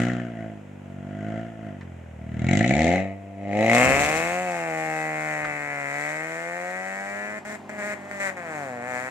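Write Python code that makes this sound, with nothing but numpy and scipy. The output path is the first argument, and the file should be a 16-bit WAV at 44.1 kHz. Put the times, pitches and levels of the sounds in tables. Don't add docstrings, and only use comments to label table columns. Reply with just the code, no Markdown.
import sys
import numpy as np
from scipy import signal
from scipy.fft import rfft, irfft
from scipy.io import wavfile
from scipy.ndimage import uniform_filter1d, map_coordinates

SR = 44100
rng = np.random.default_rng(int(sys.argv[2]) if len(sys.argv) > 2 else 0)


def dump_mix(stems):
    frames = np.atleast_2d(stems).T
    limited = np.clip(frames, -1, 1)
    pcm = np.round(limited * 32767).astype(np.int16)
    wavfile.write(sys.argv[1], SR, pcm)


N = 401310

# (start [s], end [s], depth [dB])
POWER_CUTS = [(7.391, 7.449, -33), (7.56, 7.692, -21), (7.703, 7.781, -7), (7.941, 8.112, -16),
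              (8.115, 8.199, -9.5), (8.303, 8.366, -12.5)]
# (frequency [Hz], relative level [dB])
JET_COLOUR = [(2000, -11.5), (3200, 6), (3950, 7.5), (4900, -3.5), (6400, 3.5), (7300, 8), (8400, -7),
              (10000, -16), (15500, -40)]
NEAR_M, MID_FIRINGS_PER_S = 2, 100
CLOSED_DB = -37.5


def from_db(db):
    return np.exp(np.asarray(db) * (np.log(10) / 20))


def in_time(rows):
    s, *columns = np.transpose(rows)
    return [np.interp(np.arange(N) / SR, s, c) for c in columns]


def drift(per_s):
    knots = rng.standard_normal(20000)
    return np.interp(np.arange(N) / SR * per_s, np.arange(len(knots)), knots)


def below(value, corner):
    return 1 / (1 + (value / corner) ** 3)


def colour(x, points, size=4096):
    hz, db = np.transpose(points)
    log_hz = np.log(np.maximum(np.arange(size // 2 + 1) * SR / size, 1))
    outside = np.abs(log_hz - np.clip(log_hz, np.log(hz[0]), np.log(hz[-1])))
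    log_gain = np.log(from_db(np.interp(log_hz, np.log(hz), db))) - 2 * outside
    cepstrum = irfft(log_gain)
    cepstrum[1:size // 2] *= 2
    cepstrum[size // 2 + 1:] = 0
    response = irfft(np.exp(rfft(cepstrum)))
    return signal.oaconvolve(np.atleast_2d(x), response[None], axes=1)[:, :N]


def even(x, size=3000):
    power = uniform_filter1d(uniform_filter1d(np.mean(x ** 2, axis=0), size), size)
    return x / np.sqrt(np.maximum(power, 0) + 1e-14)


def stereo_noise(alike):
    common, *own = rng.standard_normal((3, N))
    share = np.clip(alike, 0, 1)
    return np.sqrt(share) * common + np.sqrt(1 - share) * np.array(own)


def resonance(x, hz, width_hz):
    r = np.exp(-np.pi * width_hz / SR)
    return signal.lfilter([1 - r, 0, r - 1], [1, -2 * r * np.cos(2 * np.pi * hz / SR), r * r], x)


def moving_resonance(x, hz, width_hz, size=256):
    r, out, state = np.exp(-np.pi * width_hz / SR), np.zeros_like(x), np.zeros((len(x), 2))
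    for i in range(0, N, size):
        poles = [1, -2 * r * np.cos(2 * np.pi * hz[i] / SR), r * r]
        out[:, i:i + size], state = signal.lfilter([1 - r, 0, r - 1], poles, x[:, i:i + size], zi=state)
    return out


def swell(start, hold_s, peak_db, rise_db_per_s, fall_db_per_s):
    t = np.arange(N) / SR - start
    return peak_db - rise_db_per_s * np.maximum(-t, 0) - fall_db_per_s * np.maximum(t - hold_s, 0)


def nearness():
    # (time [s], distance [m])
    distance = [(0, 2.18), (2, 1.95), (3.5, 3.63), (4.5, 6.8), (5.5, 10.2), (7, 21.4), (9.1, 57)]
    return NEAR_M / np.maximum(in_time(distance)[0], 1)


def place(x, share):
    lean_db, far_late_s = 4.5, 0.00014
    late_s = far_late_s * (1 - nearness())
    left = map_coordinates(x[0], [np.arange(N) - late_s * SR], order=3, mode="nearest")
    gains = from_db(share * lean_db * np.array([[.5], [-.5]]))
    return np.array([left, x[-1]]) * gains / np.sqrt(np.mean(gains ** 2, axis=0))


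def throttle():
    # (fully open at [s], held for [s], throttle [dB], opening [dB/s], closing [dB/s])
    blips = [(0.0, 0.002, -3, 41, 66), (.41, 0.0094, -23, 23, 70), (1.28, 0.11, -22, 33.5, 71),
             (1.663, 0.031, -29, 38, 92), (2.51, 0.43, -4, 101.5, 105)]
    # (time [s], throttle [dB])
    pull = [(3.37, -22.5), (3.6, -3.5), (3.77, -0.5), (4.0, -4), (4.45, -11.5), (4.79, -11), (5.38, -11),
            (5.64, -11), (6.06, -9), (6.3, -10.5), (7.37, -12), (7.9, -8.5), (8.28, -5), (8.41, -11.5),
            (8.56, -6.5), (8.8, -7.5), (8.95, -3), (9.1, -6.5)]
    opening_db_per_s = 42
    pull_db = in_time(pull)[0] + swell(pull[0][0], N / SR, 0, opening_db_per_s, 0)
    return np.maximum(CLOSED_DB, np.max([pull_db] + [swell(*blip) for blip in blips], axis=0))


def crank(rate):
    waver, stumble = .0016, .012
    t = np.arange(N) / SR
    cutting = (t > POWER_CUTS[0][0]) & (t < POWER_CUTS[-1][1])
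    return np.cumsum(rate * (1 + waver * drift(25) + stumble * cutting * drift(70))) / SR


def firings(turns, uneven, pair_db, lead_ms, jitter_ms, scatter):
    # (departure from mean log strength [neper], extra manifold travel [ms])
    cylinders = [(-0.18, 0.031), (0.33, 0.85), (-0.54, 0.72), (0.12, 0.68)]
    k = np.arange(int(turns[-1]))
    chance = rng.standard_normal((len(k), 2))
    rough = np.interp(k, turns, uneven)
    strong = .5 - k % 2
    departure, travel_ms = np.array(cylinders)[k % len(cylinders)].T
    jitter = chance[:, 0] * np.interp(k, turns, jitter_ms)
    late_ms = rough * travel_ms - strong * np.interp(k, turns, lead_ms) + jitter
    at = np.maximum(np.interp(k, turns, np.arange(N)) + late_ms * SR / 1000, 0)
    pair_gain = from_db(strong * np.interp(k, turns, pair_db))
    strength = np.exp(rough * (departure + scatter * chance[:, 1])) * pair_gain
    whole, part, clicks = np.minimum(at.astype(int), N - 2), at % 1, np.zeros(N)
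    clicks[whole] = strength * (1 - part)
    clicks[whole + 1] = strength * part
    return clicks


def puffs(clicks, rate, decay_s, steady):
    keep = np.exp(-1 / (decay_s * SR))
    return steady + signal.lfilter([1 - keep], [1, -keep], clicks) * SR / rate


def pipe_echo(x, round_trip_s, returned):
    n = np.arange(N)
    return x + returned * np.interp(n - round_trip_s * SR, n, x)


def passing_echo(x, share):
    n, late_s = np.arange(N), .0031 + .0003 * drift(4)
    return x + share * np.array([np.interp(n - late_s * SR, n, side) for side in x])


def power_cuts(fall_s, rise_s):
    t, db = np.arange(N) / SR, np.zeros(N)
    for start, end, depth_db in POWER_CUTS:
        falling = np.clip((t - start) / fall_s + .5, 0, 1)
        returning = np.clip((end - t) / rise_s + .5, 0, 1)
        db += depth_db * falling * returning
    return from_db(db)


def level(law, rate, drive_db):
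    controls = (1, drive_db, np.log2(rate / MID_FIRINGS_PER_S), -np.log2(nearness()))
    return from_db(sum(slope * control for slope, control in zip(law, controls)))


def exhaust_bass(rate, drive_db, turns, clicks, turbulence):
    # (base [dB], throttle [dB/dB], speed [dB/octave], distance [dB/doubling])
    tone_law = (-0.5, 0.47, 1, -4)
    boom_law = (-18, 0.8756, -7.5, -4)
    throb_law = (-34.5, .3, -4, -12)
    # (firing rate [1/s], gain [dB])
    tone_gain = [(38, -50), (48, -50), (58, -44), (78, -23.5), (90, -28.5), (150, -26.5), (180, -28.5),
                 (210, -21.5)]
    # (frequency [Hz], relative level [dB])
    boom_colour = [(40, -18), (80, -12.5), (115, 1), (170, -1.5), (230, 2.5), (285, -3), (335, -2.5),
                   (410, -18), (600, -31.5)]
    idle_below_hz, idle_edge_hz = 63, 121

    tone = np.sqrt(2) * np.cos(2 * np.pi * turns)
    overtones = clicks - np.sqrt(2) * tone * rate / SR
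    overtones = overtones - uniform_filter1d(overtones, size=2500)
    thumps = colour(overtones + 0.19 * turbulence, boom_colour)
    rounded = signal.sosfilt(signal.butter(2, idle_edge_hz, fs=SR, output="sos"), thumps)
    idling = below(rate, idle_below_hz)
    chamber = (1 - idling) * thumps + idling * rounded
    chamber_ring = 1.4 * idling * resonance(chamber, hz=212, width_hz=81)
    boom = level(boom_law, rate, drive_db) * even(chamber + chamber_ring)
    lowest_mode = resonance(resonance(overtones * SR / rate, hz=83.0, width_hz=12.0), hz=83.5, width_hz=140)
    throb = level(throb_law, rate, drive_db) * lowest_mode
    drone = level(tone_law, rate, drive_db) * from_db(np.interp(rate, *np.transpose(tone_gain))) * tone
    return drone + boom + throb


def exhaust_bark(rate, drive_db, clicks, turbulence, soft, mode_hz, mode_db):
    # (base [dB], throttle [dB/dB], speed [dB/octave], distance [dB/doubling])
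    bark_law = (-15.5, 1.4053, 8.5, -3.5)
    singing_law = (-25, 1.07, -2, -6)
    # (frequency [Hz], relative level [dB])
    hot_colour = [(250, -47), (400, -5.5), (520, 6), (620, 5.5), (690, 4), (770, 5), (870, -5.5),
                  (1050, -33), (1600, -41.5)]
    cool_colour = [(250, -32), (400, -3.5), (520, 5), (590, 2.5), (660, 9.5), (720, 0), (780, -14.5),
                   (870, -10.5), (1050, -22), (1600, -36)]
    cool_below_db, cool_over_db = -7.5, 15
    singing_onset_db = 1.5

    piped = pipe_echo(clicks + (.5 + 1.55 * soft) * turbulence, round_trip_s=0.007175, returned=0.4 * soft)
    cool = np.clip((cool_below_db - drive_db) / cool_over_db, 0, 1)
    broad = even((1 - cool) * colour(piped, hot_colour) + cool * colour(piped, cool_colour))
    opened = np.clip((drive_db - CLOSED_DB) / singing_onset_db, 0, 1)
    sung = even(resonance(broad, hz=668.6, width_hz=73))
    blare = even(broad + from_db(mode_db) * moving_resonance(broad, mode_hz, width_hz=120))
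    return level(bark_law, rate, drive_db) * blare + level(singing_law, rate, drive_db) * opened * sung


def exhaust_edge(rate, drive_db, crests, hard, soft, mode_hz, mode_db):
    # (base [dB], throttle [dB/dB], speed [dB/octave], distance [dB/doubling])
    shock_law = (-19.5, 1.24, 6, -2.5)
    rasp_law = (-24.5, 1.23, 2.5, -1.5)
    # (frequency [Hz], relative level [dB])
    near_colour = [(500, 1), (880, -5), (1100, 5), (1300, 6), (1550, 0), (1900, 3), (2150, 7.5), (2380, 1),
                   (2520, 7), (2680, 7), (2880, -4), (3150, -5), (3500, -28), (6000, -59)]
    far_colour = [(500, -28.5), (880, -3), (1050, 1.5), (1250, 1), (1550, 5), (1800, 4.5), (2050, 3.5),
                  (2350, -0.5), (2600, -7), (2900, -19.5), (3500, -32)]
    rasp_colour = [(600, -22.5), (1000, -19), (1300, -19), (1650, -3), (2050, 10), (2350, 0.5), (2560, -3),
                   (3000, -7), (3450, -40.5), (3900, -12), (4800, -44.5)]
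    dulls_beyond_m, echo_fades_beyond_m = 5.16, 38

    distance_m = NEAR_M / nearness()
    close = below(distance_m, dulls_beyond_m)
    crack = close * colour(crests, near_colour) + (1 - close) * colour(crests, far_colour)
    ringing = crack + from_db(mode_db) * moving_resonance(crack, mode_hz, width_hz=330)
    shock = level(shock_law, rate, drive_db) * hard * even(ringing)
    torn = puffs(crests, rate, decay_s=0.0053, steady=0.13) * stereo_noise(0.95)
    rasp = level(rasp_law, rate, drive_db) * soft * even(colour(crests + 0.057 * soft * torn, rasp_colour))
    echo_share = .33 * (1 - close) * below(distance_m, echo_fades_beyond_m)
    return passing_echo(shock + rasp, echo_share)


def exhaust_jet(rate, drive_db, crests, steep, hard, soft, uneven, hiss_db):
    # (base [dB], throttle [dB/dB], speed [dB/octave], distance [dB/doubling])
    jet_law = (-32.5, 1.5, 3.5, -8.5)
    sizzle_law = (-31.5, 2.0458, 10.5, -3)
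    # (frequency [Hz], relative level [dB])
    sizzle_colour = [(2000, -15), (3200, -5.5), (4000, -4), (5000, -6), (6300, -1), (7450, 5), (8400, -1.5),
                     (9800, -11.5), (11300, -10), (13500, -18), (15500, -20)]
    stream = puffs(crests, rate, decay_s=0.0023, steady=0.18 + 1.0 * steep) * stereo_noise(0.048)
    crackle_db = 15 * uneven * drift(110) + 1.2 * drift(9)
    hiss = level(jet_law, rate, drive_db) * soft * even(colour(stream, JET_COLOUR))
    sizzle = level(sizzle_law, rate, drive_db) * hard * even(colour(stream, sizzle_colour))
    return from_db(hiss_db + crackle_db) * (hiss + sizzle)


def engine_bay(rate, drive_db, burst):
    # (base [dB], throttle [dB/dB], speed [dB/octave], distance [dB/doubling])
    clatter_law = (-25, 0.98, -0.5, -38)
    # (frequency [Hz], relative level [dB])
    clatter_colour = [(700, -7), (1050, -17.5), (1400, 3.5), (1700, -0.5), (2050, -0.5), (2350, -26.5),
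                      (2900, -7.5), (3300, -13), (3800, -31), (5200, -30), (7000, -25), (9000, -41),
                      (15000, -56)]
    clatter = even(colour((burst + 1.4) * stereo_noise(0.83), clatter_colour))
    return level(clatter_law, rate, drive_db) * clatter


def engine():
    # (time [s], firing rate [1/s])
    speed = [(0.0, 59.39), (0.142, 61.01), (0.298, 58.25), (0.683, 49.07), (0.981, 47.11), (1.471, 57.0),
             (1.605, 53.94), (1.804, 46.54), (2.153, 38.68), (2.417, 39.49), (2.598, 53.7), (2.698, 64.98),
             (2.795, 77.28), (3.006, 95.76), (3.186, 97.92), (3.347, 97.94), (3.514, 100.34),
             (3.798, 123.92), (3.998, 143.1), (4.334, 178.26), (4.431, 182.69), (4.598, 168.05),
             (4.724, 159.56), (5.302, 153.19), (5.879, 140.13), (6.255, 160.52), (6.845, 188.62),
             (7.36, 212), (7.44, 208), (7.55, 212.2), (7.8, 207), (7.87, 207.5), (8.0, 202.8),
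             (8.11, 202.6), (8.3, 191), (8.5, 158.7), (8.6, 145.1), (8.71, 125.3), (8.785, 119),
             (8.88, 126.2), (8.97, 124), (9.1, 130.5)]
    # (time [s], wavefront steepness [0-1], extra hiss [dB])
    flow = [(0, 0.84, 2.5), (.4, 0, -8), (2.55, 0, 5), (2.9, 0.04, 3), (3.3, 0.2, -3.5), (3.688, 0.1, 0.5),
            (3.7, 0.24, 1.5), (3.82, 1, 0), (4.05, 0.73, 7.5), (4.7, 0.97, 6), (7.6, 0.84, 4),
            (8.23, 0.9, 4.5), (8.5, 1, 1)]
    # (time [s], strength difference of the wavefronts [dB], lead of the stronger [ms])
    pairing = [(0, 5, 0), (.4, 0, 0), (2.3, 0, 0), (2.6, 4, 0), (3.3, 1, 0), (3.72, 9, 0), (3.8, 4, .03),
               (4.2, 4, .11), (4.8, 5, .135), (5.8, 3, .11), (6.6, 5, .15), (7.3, 4, .15), (7.5, 1, .02),
               (9.1, 1, .02)]
    # (time [s], unevenness [0-1], timing scatter [ms])
    ragged = [(0, .16, .1), (.4, .07, .1), (2.3, .07, .1), (2.5, .22, .14), (2.7, .22, .12),
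              (2.9, .19, .08), (3.1, .11, .05), (3.55, .13, .04), (3.9, .19, .045), (4.15, .13, .025),
              (4.4, .06, .012), (7.36, .05, .012), (7.45, .08, .055), (8.3, .08, .045), (8.4, .04, .015),
              (9.1, .04, .015)]
    # (time [s], lower [Hz], its gain [dB], upper [Hz], its gain [dB])
    pipe_modes = [(3.6, 670, -15, 2100, 1), (4.2, 767, -3, 2200, -21), (4.5, 790, 14, 2000, -34),
                  (4.75, 826, 5, 2060, -2), (5.3, 750, 6, 1990, 2.5), (5.7, 740, -32, 2070, 2.5),
                  (6.1, 620, -1, 2060, 7), (6.4, 650, -21, 1950, 2), (6.9, 730, 7, 1910, 5),
                  (7.4, 645, -2, 1840, 4.5), (8.25, 580, 10, 1960, 5.5), (8.55, 704, -7, 1710, -15),
                  (8.95, 620, -4, 1860, -3)]
    # (time [s], bass [dB], bark [dB], rasp and crack [dB])
    balance = [(0, -5.5, -11.5, -9.5), (.45, -0.5, 9, 1), (1.2, -0.5, 6.5, 0), (1.85, 0.5, 11, 3),
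               (2.06, -6.5, 20, 8), (2.2, -2, 7, 7), (2.38, -5.5, -8, -0.5), (2.85, -1, -0.5, -0.5),
               (3.0, 0.5, 1.5, 1), (3.17, 2, 10.5, 3), (3.33, -2, 3, -6), (3.55, 0, 0.5, -4),
               (3.75, 2, -2.5, 2.5), (4.05, -6, -4, 1), (4.25, 0.5, -3.5, 0.5), (4.45, 0.5, 0, -1),
               (4.8, -0.5, 1, 0.5), (5.35, -0.5, 0, 4.5), (5.62, -4.5, -3.5, 3), (6.05, -3, -2.5, 3.5),
               (6.28, -1, -4.5, 1.5), (6.45, -1, -1, 1), (7.3, -2, -2.5, 2.5), (7.52, 0, -4, -1.5),
               (7.9, 2, 0, 3), (8.25, -1, -3.5, 2.5), (8.55, 1, 0, -0.5), (8.72, 0, 2, -3.5),
               (8.95, -3.5, 0, 1.5), (9.1, -2, -3.5, 1.5)]
    body_pairing = .35
    shock_lag_s = 0.00111

    rate, = in_time(speed)
    drive_db = throttle()
    steep, hiss_db = in_time(flow)
    steep = np.clip(steep, .002, .99)
    hard, soft = np.sqrt(steep), np.sqrt(1 - steep)
    uneven, jitter_ms = in_time(ragged)
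    pair_db, lead_ms = in_time(pairing)
    lower_hz, lower_db, upper_hz, upper_db = in_time(pipe_modes)
    bass_gain, bark_gain, edge_gain = from_db(in_time(balance))

    turns = crank(rate)
    clicks = firings(turns, uneven, body_pairing * pair_db, lead_ms, jitter_ms, scatter=.7)
    fronts = firings(turns, uneven, pair_db, lead_ms, jitter_ms, scatter=.7)
    crests = np.interp(np.arange(N) - shock_lag_s * SR, np.arange(N), fronts)
    burst = puffs(clicks, rate, decay_s=0.0036, steady=0.28)
    turbulence = burst * rng.standard_normal(N) * np.sqrt(rate / SR) * uneven

    bass = exhaust_bass(rate, drive_db, turns, clicks, turbulence)
    bark = exhaust_bark(rate, drive_db, clicks, turbulence, soft, lower_hz, lower_db)
    edge = exhaust_edge(rate, drive_db, crests, hard, soft, upper_hz, upper_db)
    jet = exhaust_jet(rate, drive_db, crests, steep, hard, soft, uneven, hiss_db)
    clatter = engine_bay(rate, drive_db, burst)

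    low = place(bass_gain * bass, share=0.05)
    middle = place(bark_gain * bark, share=0.15 + 0.2 * (1 - nearness()) ** 2)
    high = place(edge_gain * edge, share=1) + place(jet, share=.45)
    power = power_cuts(fall_s=0.0017, rise_s=0.0016)
    return power ** 0.41 * low + power ** 0.75 * middle + power * high + place(clatter, share=1.0)


def roadside(x, t60, level_db, size=16000):
    t = np.arange(size) / SR
    scatterers = rng.standard_normal((2, size)) * (rng.random((2, size)) < .05) * (t > .003)
    response = scatterers * from_db(-60 * t / t60)
    response /= np.sqrt(np.sum(response ** 2, axis=1, keepdims=True))
    upper = signal.sosfilt(signal.butter(1, 450, "high", fs=SR, output="sos"), x)
    return from_db(level_db) * signal.oaconvolve(upper, response, axes=1)[:, :N]


def air(floor_db, lumpy_db):
    # (time [s], peak of the envelope [dB])
    gust_peaks = [(0.0, -66), (2.4, -43.5), (3.87, -27.5), (5.45, -51)]
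    # (frequency [Hz], relative level [dB])
    gust_colour = [(20, -20), (45, -21), (75, -7.5), (120, -13), (250, -10.5), (600, -19)]
    air_colour = [(30, -14), (150, 2), (600, 17.5), (1200, 1.5), (2500, 2), (4500, -20), (7200, -11),
                  (10000, -23), (15500, -30)]
    rise_db_per_s, fall_db_per_s, calm_db = 140, 40.5, -67
    envelope = from_db(calm_db)
    envelope = envelope + sum(from_db(swell(s, 0, db, rise_db_per_s, fall_db_per_s)) for s, db in gust_peaks)
    gusts = envelope * from_db(lumpy_db * drift(4.0)) * even(colour(stereo_noise(0.62), gust_colour))
    return gusts + from_db(floor_db) * even(colour(stereo_noise(0.35), air_colour))


def pops(ring_s, ring_db, spit_s, spit_db, size=1500):
    # (time [s], peak [dB], ring [Hz])
    pop_list = [(0.0982, -22.5, 1810), (0.1984, -28, 1750), (2.4867, -16.5, 2160), (2.5301, -18, 2160),
                (2.608, -14, 1920), (2.6429, -13, 2070), (2.7067, -16.5, 2240), (2.7367, -15.5, 2240),
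                (2.7916, -13.5, 2081), (2.818, -17, 2040), (2.8759, -18, 2150), (2.9577, -15.5, 2030),
                (2.9791, -20, 2100), (3.5304, -21.5, 2100), (3.5693, -24, 2180), (3.6965, -9, 2040)]
    t, rings, spits = np.arange(size) / SR, np.zeros((1, N)), np.zeros(N)
    for s, db, hz in pop_list:
        i = int(s * SR)
        envelope = t / ring_s * np.exp(1 - t / ring_s)
        rings[0, i:i + size] += from_db(db + ring_db) * np.sin(2 * np.pi * hz * t) * envelope
        spits[i:i + size] += from_db(db + spit_db) * np.exp(-t / spit_s)
    return place(rings + colour(spits * stereo_noise(0.23), JET_COLOUR), share=1.0)


def ticks(decay_s):
    # (time [s], strength before colouring [dB])
    tick_list = [(1.81, -38), (5.448, -25)]
    # (frequency [Hz], gain [dB])
    tick_colour = [(300, -22), (900, 5), (1800, 12), (3500, -9.5), (7000, -17), (14000, -42)]
    touches = np.zeros(N)
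    for s, db in tick_list:
        touches[int(s * SR)] = from_db(db)
    fading = signal.lfilter([1], [1, -np.exp(-1 / (decay_s * SR))], touches + 1e-18)
    return colour(fading * stereo_noise(0.88), tick_colour)


def neighbour():
    # (time [s], level [dB])
    loudness = [(0, -83), (4.5, -70), (6.6, -60), (7.5, -44.5), (8.3, -43.5), (9.1, -45)]
    # (frequency [Hz], relative level [dB])
    hum_colour = [(48, -27), (97, -18.5), (145, -19), (240, -11.5), (335, -17.5), (450, -10.5), (700, 7),
                  (1100, 0), (2200, -15.5), (4000, -21.5)]
    fundamental_hz, blur = 48.3, 1.2
    level_db, = in_time(loudness)
    turns = np.cumsum(fundamental_hz * (1 + 0.00531 * drift(4))) / SR
    orders = np.arange(2, 9)
    hum = sum(np.cos(2 * np.pi * (k * turns + rng.random())) for k in orders)
    return from_db(level_db) * even(colour(hum + blur * stereo_noise(1.0), hum_colour))


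def scene():
    scatter_db_per_doubling = -0.13
    car = engine() + pops(ring_s=0.001, ring_db=0, spit_s=0.00085, spit_db=-22.5) + ticks(decay_s=0.0099)
    scattered = car * from_db(-scatter_db_per_doubling * np.log2(nearness()))
    return car + roadside(scattered, t60=0.17, level_db=-5.5) + air(floor_db=-50.5, lumpy_db=-1.5) + neighbour()


def record(dry):
    cutoff_hz = 15750
    return signal.sosfilt(signal.ellip(10, .2, 80, cutoff_hz, fs=SR, output="sos"), dry)


dry = scene()
out = record(dry)
dump_mix(out)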